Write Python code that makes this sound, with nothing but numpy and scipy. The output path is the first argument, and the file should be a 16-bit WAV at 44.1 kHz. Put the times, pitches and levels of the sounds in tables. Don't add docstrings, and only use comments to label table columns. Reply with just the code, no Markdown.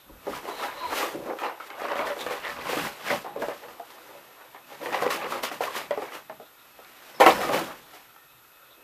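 import sys
import numpy as np
from scipy import signal
from scipy.fft import rfft, irfft, next_fast_len
from scipy.io import wavfile

SR = 44100
rng = np.random.default_rng(int(sys.argv[2]) if len(sys.argv) > 2 else 0)


def unload_wav(signal):
    wavfile.write(
        sys.argv[1],
        SR,
        np.round(np.clip(np.atleast_2d(signal).T, -1, 1) * 32767).astype(np.int16),
    )


def decibels_to_gain(level_db):
    exponent = np.asarray(level_db, float) / 20
    return 10 ** exponent


N = 389774

# (f/Hz, relative level per Hz/dB)
HUSH_SPECTRUM = [(25, -22), (60, -19.5), (120, -11.5), (250, -8), (500, -9.5), (1000, 2.5), (1700, -7),
                 (3000, -13.5), (4500, -13), (8000, -8.5), (12000, -7.5), (15000, -17.5)]
# (f/Hz, width/Hz, level/dB)
HUSH_HUMPS = [(1360, 230, -63.5), (2574, 80, -68), (3670, 780, -68), (1830, 90, -71.5), (131, 37, -79)]
HUSH_LEVEL_DB = -62.5
WHINE_HZ, WHINE_DB, RESTARTS_PER_S = 12272.5, -61.5, 29.97
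# (peak t/s, level/dB, rise/(ms per 10 dB), fall/(ms per 10 dB),
# table rumble level/dB)
BOX_SHIFTS = [(.1, -55, 35, 80, -53), (.29, -44.5, 34, 128, -58), (.69, -62, 300, 300, -70),
              (.9, -68, 200, 150, -58), (1.16, -44, 32, 100, -60.5), (1.82, -57, 55, 200, -73),
              (1.99, -54, 100, 150, -61), (2.26, -49, 70, 80, -61), (2.58, -56, 200, 121, -58),
              (2.84, -39, 150, 49.5, -56), (3.13, -35, 43, 45, -64), (3.44, -48, 130, 80, -61),
              (3.67, -61, 25, 150, -73), (4.13, -64, 90, 180, -78), (4.85, -58, 70, 202, -84),
              (5.04, -45, 150, 110, -69), (5.37, -51, 300, 80, -65), (5.64, -51.5, 150, 35, -66),
              (5.93, -52.5, 250, 180, -70), (6.32, -57, 48, 67, -85), (6.85, -71, 400, 399, -81.5),
              (7.21, -47, 10, 100, -48.5), (7.31, -36.5, 59, 200, -48.5), (7.56, -35.5, 91, 70, -60)]
RUMBLE_LAG_S = 0.03
# (peak t/s, relative level/dB, rise/(ms per 10 dB),
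# fall/(ms per 10 dB))
CARDBOARD_DRAGS = [(.36, -46.5, 83, 45), (.49, -50, 80, 150), (.63, -44.5, 58, 80), (.8, -56.5, 200, 215),
                   (0.982, -35.5, 63, 95), (1.26, -55.5, 37, 180), (1.4, -53.5, 23, 100),
                   (1.67, -55.5, 70, 50), (1.8, -53, 40, 220), (1.98, -49, 35, 70), (2.07, -47, 22, 88),
                   (2.211, -43.5, 40, 57), (2.27, -50, 12, 50), (2.325, -45, 30, 55),
                   (2.5, -49.5, 110, 100), (2.71, -41, 50, 150), (2.78, -41.5, 100, 120),
                   (2.86, -43.5, 120, 31), (3.08, -44, 43, 100), (3.12, -44.5, 60, 77),
                   (3.16, -44.5, 60, 30), (3.42, -51, 26, 250), (3.69, -60, 30, 150),
                   (3.92, -58.5, 100, 600), (4.73, -56, 70, 150), (4.838, -47.5, 23, 200),
                   (4.95, -49, 30, 100), (5.025, -43, 20, 45), (5.11, -39, 11, 62), (5.135, -42, 29, 61),
                   (5.31, -44.5, 27, 90), (5.34, -48, 40, 50), (5.436, -34, 6, 36), (5.518, -45.5, 4, 65),
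                   (5.615, -44, 8, 80), (5.64, -45, 20, 80), (5.764, -37, 18, 47), (5.91, -60, 60, 70),
                   (6.03, -53, 75, 110), (6.149, -47, 30, 43), (7.11, -57.5, 450, 300), (7.203, -30, 2, 43),
                   (7.264, -32, 6, 77), (7.42, -41, 88, 115), (7.535, -38.5, 13, 114), (7.57, -41, 43, 53),
                   (7.66, -64, 50, 170), (7.95, -55.5, 80, 101)]
# (f/Hz, relative level per Hz/dB)
SCUFF_SPECTRUM = [(880, -2), (1500, -3), (2940, -5), (3610, -8), (7230, -14.5), (9230, -16.5), (12600, -15),
                  (14300, -13.5), (15500, -13.5)]
# (start t/s, length/s, f/Hz, width/Hz, level/dB)
RUBBING_SQUEAKS = [(0.497, 0.19, 4060, 250, -50), (.55, .2, 3750, 250, -54),
                   (0.738, 0.26, 4120, 250, -49.5), (0.782, .1, 3900, 200, -50),
                   (2.9, .14, 3450, 249, -67.5), (7.142, 0.055, 5250, 400, -55),
                   (7.61, .05, 3400, 600, -57), (2.19, 0.046, 3580, 900, -40),
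                   (6.13, 0.038, 2850, 400, -46), (7.303, 0.19, 5280, 350, -48.5),
                   (8.589, 0.35, 545, 40, -66)]
SQUEAK_SAG, SQUEAK_WAVER = 0.015, 0.0199
# (peak t/s, relative jostling level/dB, rise/(ms per 10 dB),
# fall/(ms per 10 dB), brightness/(dB per octave))
HAND_PUSHES = [(.1, -50.5, 58, 200, -5), (.27, -35, 11, 150, -1.5), (.34, -34, 50, 70, 3),
               (.49, -29, 55, 60, -4.5), (.64, -24.5, 46, 85, 2), (.83, -34.5, 63, 68, 2.5),
               (.93, -27.5, 45, 130, -1), (1.03, -23.5, 130, 80, 0.5), (1.16, -37.5, 50, 90, -17.5),
               (1.299, -22.5, 36, 32, -6.5), (1.45, -22.5, 40, 51, 1.5), (1.605, -39.5, 3, 110, 1),
               (1.71, -38.5, 5, 120, 0), (1.79, -36, 8, 100, 2), (1.85, -24, 53, 52, 0.5),
               (1.92, -18.5, 25, 16, -1), (1.99, -19, 48, 45, 0.0), (2.11, -25.5, 102, 27, 3),
               (2.22, -31, 100, 100, -3), (2.33, -31, 103, 84, 5), (2.47, -30, 78, 170, 4.5),
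               (2.73, -31, 100, 25, 6.5), (2.78, -26.5, 28, 77, 4), (2.87, -32.5, 100, 24, 6),
               (3.115, -26.5, 68, 41, 6), (3.27, -33.5, 33, 90, -2.5), (3.37, -29, 15, 46, -6),
               (3.425, -27.5, 16, 34, 1), (3.49, -29.5, 10, 64, -0.5), (3.64, -38, 16, 130, -1),
               (3.805, -43, 6, 40, -6), (4.1, -42.5, 300, 220, -1), (4.42, -45, 80, 150, 1),
               (4.55, -43, 20, 70, 2), (4.73, -41, 32.5, 50, 3), (4.82, -31.5, 11, 250, -5),
               (4.95, -24.5, 49, 110, 2.5), (5.05, -25.5, 70, 100, 2.5), (5.12, -29, 20, 100, 5),
               (5.265, -26, 80, 18, 1.5), (5.339, -22.5, 33, 50, 0.0), (5.45, -32.5, 15, 88, 7),
               (5.52, -32, 8, 40, 0), (5.611, -25, 4, 80, 1.5), (5.764, -29.5, 23, 58, 6),
               (5.915, -29, 3, 40, 2), (5.98, -32.5, 8, 60, -1), (6.03, -30, 40, 33, -0.5),
               (6.15, -35, 55, 48, 2), (6.303, -39.5, 8, 35, -0.5), (6.403, -45, 8, 30, -9),
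               (7.16, -57, 650, 50, 8), (7.21, -21, 1, 28, 0), (7.288, -19, 39, 57, 6.5),
               (7.43, -23, 102, 80, -5.5), (7.56, -19.5, 70, 53, 1), (7.7, -31, 60, 40, 1),
               (7.78, -57, 49.5, 400, -6), (8.84, -53, 149.5, 100, -6.5)]
# (f/Hz, relative level per Hz/dB)
JOSTLE_SPECTRUM = [(88, -47), (150, -33), (356, -4.5), (391, -12), (532, -0.5), (602, -4.5), (1150, -3.5),
                   (1570, -12.5), (1830, -9.5), (6000, -37.5), (7800, -57), (13200, -120)]
REST_JOSTLE_DB, REST_DRAG_DB, REST_BOX_DB, REST_TABLE_DB = -71, -67.5, -83.5, -80.5
# (t/s, relative peak level/dB, main f/Hz,
# hardness/(dB per octave), rattle t60/s)
TOY_BLOWS = [(.095, -40, 301, -16, 0.11), (.269, -19, 408, -10.5, 0.15), (.329, -24, 1310, 2, .12),
             (.453, -26.5, 465, 1, 0.067), (.924, -22, 443, 2, .053), (1.028, -15.5, 566, 0, 0.076),
             (1.147, -18.5, 430, -23, 0.12), (1.203, -27, 350, -24, 0.077), (1.256, -23.5, 720, -12, 0.22),
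             (1.387, -26, 1250, 8, .24), (1.418, -20, 1090, -1, 0.15), (1.436, -18.5, 860, 3, 0.42),
             (1.6, -25.5, 1300, 5, 0.19), (1.703, -27.5, 1450, 7.5, 0.12), (1.818, -20, 464, -1.5, 0.15),
             (1.884, -23, 1150, 8, 0.12), (1.917, -18, 1110, -1, .12), (1.956, -20.5, 654, 2, 0.055),
             (1.993, -15.5, 1160, -1.5, .082), (2.1, -23, 540, -10, 0.074), (2.165, -25.5, 463, -1, 0.25),
             (2.264, -17.5, 470, 4, 0.12), (2.308, -17.5, 520, 2.5, 0.2), (2.45, -31, 1270, 7, .13),
             (2.588, -26, 503, 1, 0.17), (2.656, -23, 1210, 1, 0.071), (2.691, -17.5, 504, 3, 0.24),
             (2.729, -16.5, 460, 3, 0.068), (2.769, -16, 487, -18, 0.065), (3.103, -13.5, 530, 2, 0.16),
             (3.129, -19, 530, 0.0, 0.09), (3.245, -26, 840, -5, 0.1), (3.264, -25.5, 820, -1, 0.22),
             (3.362, -19.5, 540, -11, 0.16), (3.4, -24, 509, -3, .08), (3.42, -17, 595, -2, 0.15),
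             (3.484, -15, 600, -4, 0.023), (3.636, -32, 519, 4, .09), (3.684, -31, 520, 0, 0.16),
             (3.797, -24.5, 695, -3, 0.084), (3.904, -36, 1130, 11.5, 0.064),
             (3.985, -36.5, 870, -2, 0.075), (4.151, -35, 589, -4, 0.071), (4.265, -44, 450, -8, .054),
             (4.546, -33, 910, -2, 0.11), (4.705, -34.5, 567, 0.0, 0.22), (4.814, -27, 550, 0, 0.047),
             (4.859, -20, 467, 4, 0.13), (4.927, -17, 760, 4, 0.075), (4.944, -14, 905, 6.5, .099),
             (5.023, -12, 540, -1, 0.13), (5.064, -11, 525, -3, 0.031), (5.104, -17, 1110, 12, 0.14),
             (5.175, -25.5, 794, 4, .09), (5.216, -25, 643, 4, 0.14), (5.243, -20.5, 550, 1.5, 0.16),
             (5.322, -17, 1160, 3.5, 0.1), (5.433, -23, 1080, 12, 0.13), (5.515, -21.5, 894, 1, 0.099),
             (5.607, -13.5, 860, -9, .03), (5.637, -18.5, 673, 7.5, 0.033), (5.751, -23, 1080, 3, 0.043),
             (5.908, -14, 546, 1.5, 0.06), (5.974, -17, 435, -6.5, 0.078), (6.018, -22.5, 554, -2, .11),
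             (6.084, -35, 1500, 8, .063), (6.12, -29, 1200, 5, .09), (6.297, -25.5, 563, -3.5, 0.073),
             (6.399, -29, 565, -11, 0.11), (6.79, -34.5, 540, -2.5, 0.094), (6.847, -36.5, 864, 12, .098),
             (7.201, -4.5, 620, -5.5, 0.17), (7.207, -2.5, 774, 4, 0.2), (7.263, 1.5, 820, 1, 0.1),
             (7.281, -5.5, 856, -2.5, 0.18), (7.415, -17, 1280, 5, 0.28), (7.491, -15.5, 310, 0.5, .22),
             (7.533, -14.5, 800, 4.5, .13), (7.543, -11.5, 331, -7.5, 0.12), (7.609, -21, 450, -20, 0.087),
             (7.934, -38.5, 703, -4, 0.21), (8.162, -39.5, 1360, 7.5, .09)]
# (f/Hz, relative level/dB, t60/s)
BOX_MODES = [(237, -26, 0.078), (313, -12.5, 0.055), (400, -7, 0.031), (492, -2.5, 0.052), (545, -1, 0.056),
             (673, 2, 0.026), (800, 1, 0.041), (936, 1.5, 0.022), (1130, 3, 0.021), (1293, -2.5, 0.028),
             (1500, -5, 0.019), (1690, -3, 0.017), (1912, -2.5, 0.023), (2173, -5.5, 0.016),
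             (2500, -6, 0.0084), (2680, -10.5, 0.015), (2945, -9, 0.012), (3420, -20.5, 0.0064),
             (3770, -15, .007), (4230, -22, 0.0069), (4900, -28.5, .005), (5700, -23, .004),
             (6800, -24.5, 0.0034)]
SKID_DB, SKID_PER_HARDNESS = -29, 0.4
CRACK_DB, CRACK_PER_HARDNESS, CRACK_T60_S = -13.5, 0.5, 0.014
LOW_CUT_HZ = 261
ROOM_T60_S, ROOM_DB, WALL_CUT_HZ = 0.16, -8.5, 2130
# (f/Hz, left-right difference over their sum, level/dB)
CHANNEL_DIFFERENCE = [(30, -16), (60, -24), (110, -24), (200, -33), (380, -41.5), (700, -38), (1290, -35),
                      (2380, -30.5), (4400, -25.5), (8120, -21), (15000, -24.5)]
TOP_CUT_HZ = 15900


def rms_one(x):
    return x / np.sqrt(np.mean(x ** 2) + 1e-20)


def in_time(per_ms):
    return np.interp(np.arange(N) / SR, np.arange(len(per_ms)) / 1000, per_ms)


def at_hz(points, hz):
    table_hz, table_db = np.array(points).T
    return np.interp(np.log(hz), np.log(table_hz), table_db)


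def coloured(x, spectrum):
    size = next_fast_len(N)
    hz = np.maximum(np.arange(size // 2 + 1) * SR / size, 1)
    shaped = rfft(x, size) * decibels_to_gain(at_hz(spectrum, hz))
    return rms_one(irfft(shaped, size)[:N])


def drift(rate):
    r = np.exp(-80 * np.pi * rate / SR)
    noise = rng.standard_normal(N // 40 + 2002)
    slow = signal.lfilter([1], [1, -2 * r, r * r], noise)[2000:]
    return np.interp(np.arange(N) / 40, np.arange(len(slow)), rms_one(slow))


def narrow_noise(hz, width_hz, count):
    r = np.exp(-np.pi * width_hz / SR)
    noise = rng.standard_normal((2, count + 2000))
    slow = signal.lfilter([1], [1, -2 * r, r * r], noise)[:, 2000:]
    phase = 2 * np.pi * np.cumsum(hz * np.ones(count)) / SR
    return rms_one(slow[0] * np.cos(phase) + slow[1] * np.sin(phase))


def grains(per_s, spread_db):
    sizes_db = spread_db * np.minimum(rng.exponential(1, N), 5)
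    sizes = decibels_to_gain(sizes_db) * rng.choice([-1, 1], N)
    return sizes * (rng.random(N) < per_s / SR)


def ring(clicks, hz, t60):
    r, w = decibels_to_gain(-60 / (t60 * SR)), 2 * np.pi * hz / SR
    return signal.lfilter([0, np.sin(w)], [1, -2 * r * np.cos(w), r * r], clicks + 1e-18)


def swells(s, peak_db, rise_ms, fall_ms, rest_db):
    late_ms = np.arange(N * 1000 // SR + 2) - 1000 * s[:, None]
    rising = -late_ms / np.maximum(rise_ms, 1)[:, None]
    falling = late_ms / np.maximum(fall_ms, 1)[:, None]
    tens = np.where(late_ms < 0, rising, falling)
    power = decibels_to_gain(2 * np.maximum(peak_db[:, None] - 10 * tens, -150))
    total = power.sum(axis=0) + decibels_to_gain(2 * rest_db)
    return 10 * np.log10(total), power / total


def hush():
    humps = np.zeros(N)
    for hz, width_hz, level_db in HUSH_HUMPS:
        humps += decibels_to_gain(level_db + 3.5 * drift(8.0)) * narrow_noise(hz, width_hz, count=N)
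    return decibels_to_gain(HUSH_LEVEL_DB) * coloured(rng.standard_normal(N), HUSH_SPECTRUM) + humps


def whine():
    since_restart = np.arange(N) / SR % (1 / RESTARTS_PER_S)
    return np.sqrt(2) * decibels_to_gain(WHINE_DB) * np.sin(2 * np.pi * WHINE_HZ * since_restart)


def low_band(level_db, low_hz, high_hz):
    band = signal.butter(3, [low_hz, high_hz], "band", fs=SR, output="sos")
    low = signal.sosfilt(band, rng.standard_normal(N))
    return decibels_to_gain(level_db + 0.59 * drift(24.0)) * rms_one(low)


def box_and_table():
    s, shift_peak_db, rise_ms, fall_ms, table_peak_db = np.transpose(BOX_SHIFTS)
    shift_db, _ = swells(s, shift_peak_db, rise_ms, fall_ms, REST_BOX_DB)
    rumble_db, _ = swells(s + RUMBLE_LAG_S, table_peak_db, rise_ms, fall_ms, REST_TABLE_DB)
    return low_band(in_time(shift_db), 122.0, 322.0) + low_band(in_time(rumble_db), 22.0, 94.0)


def scuffing():
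    level_db, _ = swells(*np.transpose(CARDBOARD_DRAGS), REST_DRAG_DB)
    crackle = grains(14000.0, spread_db=2.0) * decibels_to_gain(1.08 * drift(40.0))
    return decibels_to_gain(in_time(level_db) + 8.5) * coloured(crackle, SCUFF_SPECTRUM)


def squeaks():
    out, waver = np.zeros(N), drift(13.0)
    for start, length, pitch_hz, width_hz, level_db in RUBBING_SQUEAKS:
        a, b = round(start * SR), min(round((start + length) * SR), N)
        along = np.linspace(0, 1, b - a)
        hz = pitch_hz * (1 - SQUEAK_SAG * along ** 2 + SQUEAK_WAVER * waver[a:b])
        swell = np.sin(np.pi * along) ** 0.2
        out[a:b] += decibels_to_gain(level_db) * swell * narrow_noise(hz, width_hz, count=b - a)
    return out


def chirp():
    start_s, end_s, from_hz, to_hz, width_hz, level_db = 0.803, 0.875, 1040, 920, 10, -30
    out = np.zeros(N)
    a, b = round(start_s * SR), round(end_s * SR)
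    slide = np.linspace(0, 1, b - a)
    hz = from_hz + (to_hz - from_hz) * slide ** 1.33
    swell = np.sin(np.pi * slide) ** 0.64
    out[a:b] = decibels_to_gain(level_db) * swell * narrow_noise(hz, width_hz, count=b - a)
    return out


def jostling():
    *push, brightness = np.transpose(HAND_PUSHES)
    level_db, shares = swells(*push, REST_JOSTLE_DB)
    tilt_db = in_time(brightness @ shares)
    contacts = grains(5000.0 * decibels_to_gain(3.7 * drift(25.0)), spread_db=3.0)
    pitches, dealt = np.geomspace(190, 5500, 34), rng.integers(0, 34, N)
    out = np.zeros(N)
    for k, hz in enumerate(pitches):
        part = rms_one(ring(contacts * (dealt == k), hz, t60=29.5 / hz))
        colour_db = at_hz(JOSTLE_SPECTRUM, hz) + 10 * np.log10(hz / 700) + 2.2 * drift(27.0)
        out += part * decibels_to_gain(colour_db + tilt_db * np.log2(hz / 800))
    return out * decibels_to_gain(in_time(level_db) - 14.5)


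def knocks():
    size = SR // 5
    out, after, modes = np.zeros(N + size), np.arange(size) / SR, np.array(BOX_MODES)
    scuff = coloured(rng.standard_normal(N), SCUFF_SPECTRUM)
    snap_filter = signal.butter(2, 4500.0, fs=SR, output="sos")
    for s, peak_db, pitch_hz, hardness_db, rattle_t60 in TOY_BLOWS:
        at = round(s * SR)
        hz = modes[:, :1] * decibels_to_gain(rng.normal(0, 0.59, (len(modes), 1)))
        octaves = np.log2(hz / pitch_hz)
        strength = decibels_to_gain(modes[:, 1:2] + hardness_db * octaves + 8.8 * np.exp(-(octaves / 0.22) ** 2))
        rings = strength * decibels_to_gain(-60 * after / modes[:, 2:]) * np.sin(2 * np.pi * hz * after)
        rings *= 1 - np.exp(-after / 0.00036)

        dying = decibels_to_gain(-60 * after / rattle_t60)
        rattle = (rng.random(size) < 1600.0 / SR) * np.sqrt(rng.exponential(1, size))
        touches = 0.51 * dying * rattle
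        touches[0] = 1.31
        contacts = touches * (1 + 1.04 * rng.standard_normal((len(modes), size)))
        blow = irfft((rfft(contacts, 16384) * rfft(rings, 16384)).sum(axis=0))[:size]
        out[at:at + size] += decibels_to_gain(peak_db - 1.0) * blow / np.abs(blow).max()

        snap = rng.standard_normal(size) * decibels_to_gain(-60 * after / CRACK_T60_S)
        snap = signal.sosfilt(snap_filter, snap)
        snap_db = peak_db + CRACK_DB + CRACK_PER_HARDNESS * hardness_db
        out[at:at + size] += decibels_to_gain(snap_db) * snap

        puff = scuff[at:at + size]
        fade = (dying * np.minimum(after / 0.0016, 1))[:len(puff)]
        skid_db = peak_db + SKID_DB + SKID_PER_HARDNESS * hardness_db
        out[at:at + len(puff)] += decibels_to_gain(skid_db) * puff * fade
    return out[:N]


def room(x):
    out, dull = np.zeros(N), np.exp(-2 * np.pi * WALL_CUT_HZ / SR)
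    lags = (rng.uniform(0.012, 0.035, 8) * SR).astype(int)
    for k, lag in enumerate(lags):
        loop, gain, state = x.copy(), decibels_to_gain(-60 * lag / SR / ROOM_T60_S), [0.]
        for i in range(lag, N, lag):
            before = loop[i - lag:i]
            back, state = signal.lfilter([gain * (1 - dull)], [1, -dull], before, zi=state)
            loop[i:i + lag] += back[:N - i]
        out += (loop - x) * (-1) ** k
    return out


def unlikeness(heard):
    hz = np.maximum(np.arange(N // 2 + 1) * SR / N, 1)
    return irfft(rfft(heard * drift(30.0)) * decibels_to_gain(at_hz(CHANNEL_DIFFERENCE, hz)), N)


def scene():
    toys = scuffing() + squeaks() + chirp() + jostling() + knocks()
    low_cut = signal.butter(4, LOW_CUT_HZ, "high", fs=SR, output="sos")
    toys = signal.sosfilt(low_cut, toys)
    heard = hush() + whine() + box_and_table() + toys + decibels_to_gain(ROOM_DB) * room(toys)
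    return heard + unlikeness(heard) * [[1], [-1]]


def band_limit(x):
    return signal.sosfilt(signal.butter(12, 15960, fs=SR, output="sos"), x)


def record(dry):
    rounded = 1.534 * np.tanh(dry / 1.66)
    top_cut = signal.cheby2(12, 70, TOP_CUT_HZ, fs=SR, output="sos")
    finished = signal.sosfilt(top_cut, rounded)
    return band_limit(finished)


dry = scene()
out = record(dry)
unload_wav(out)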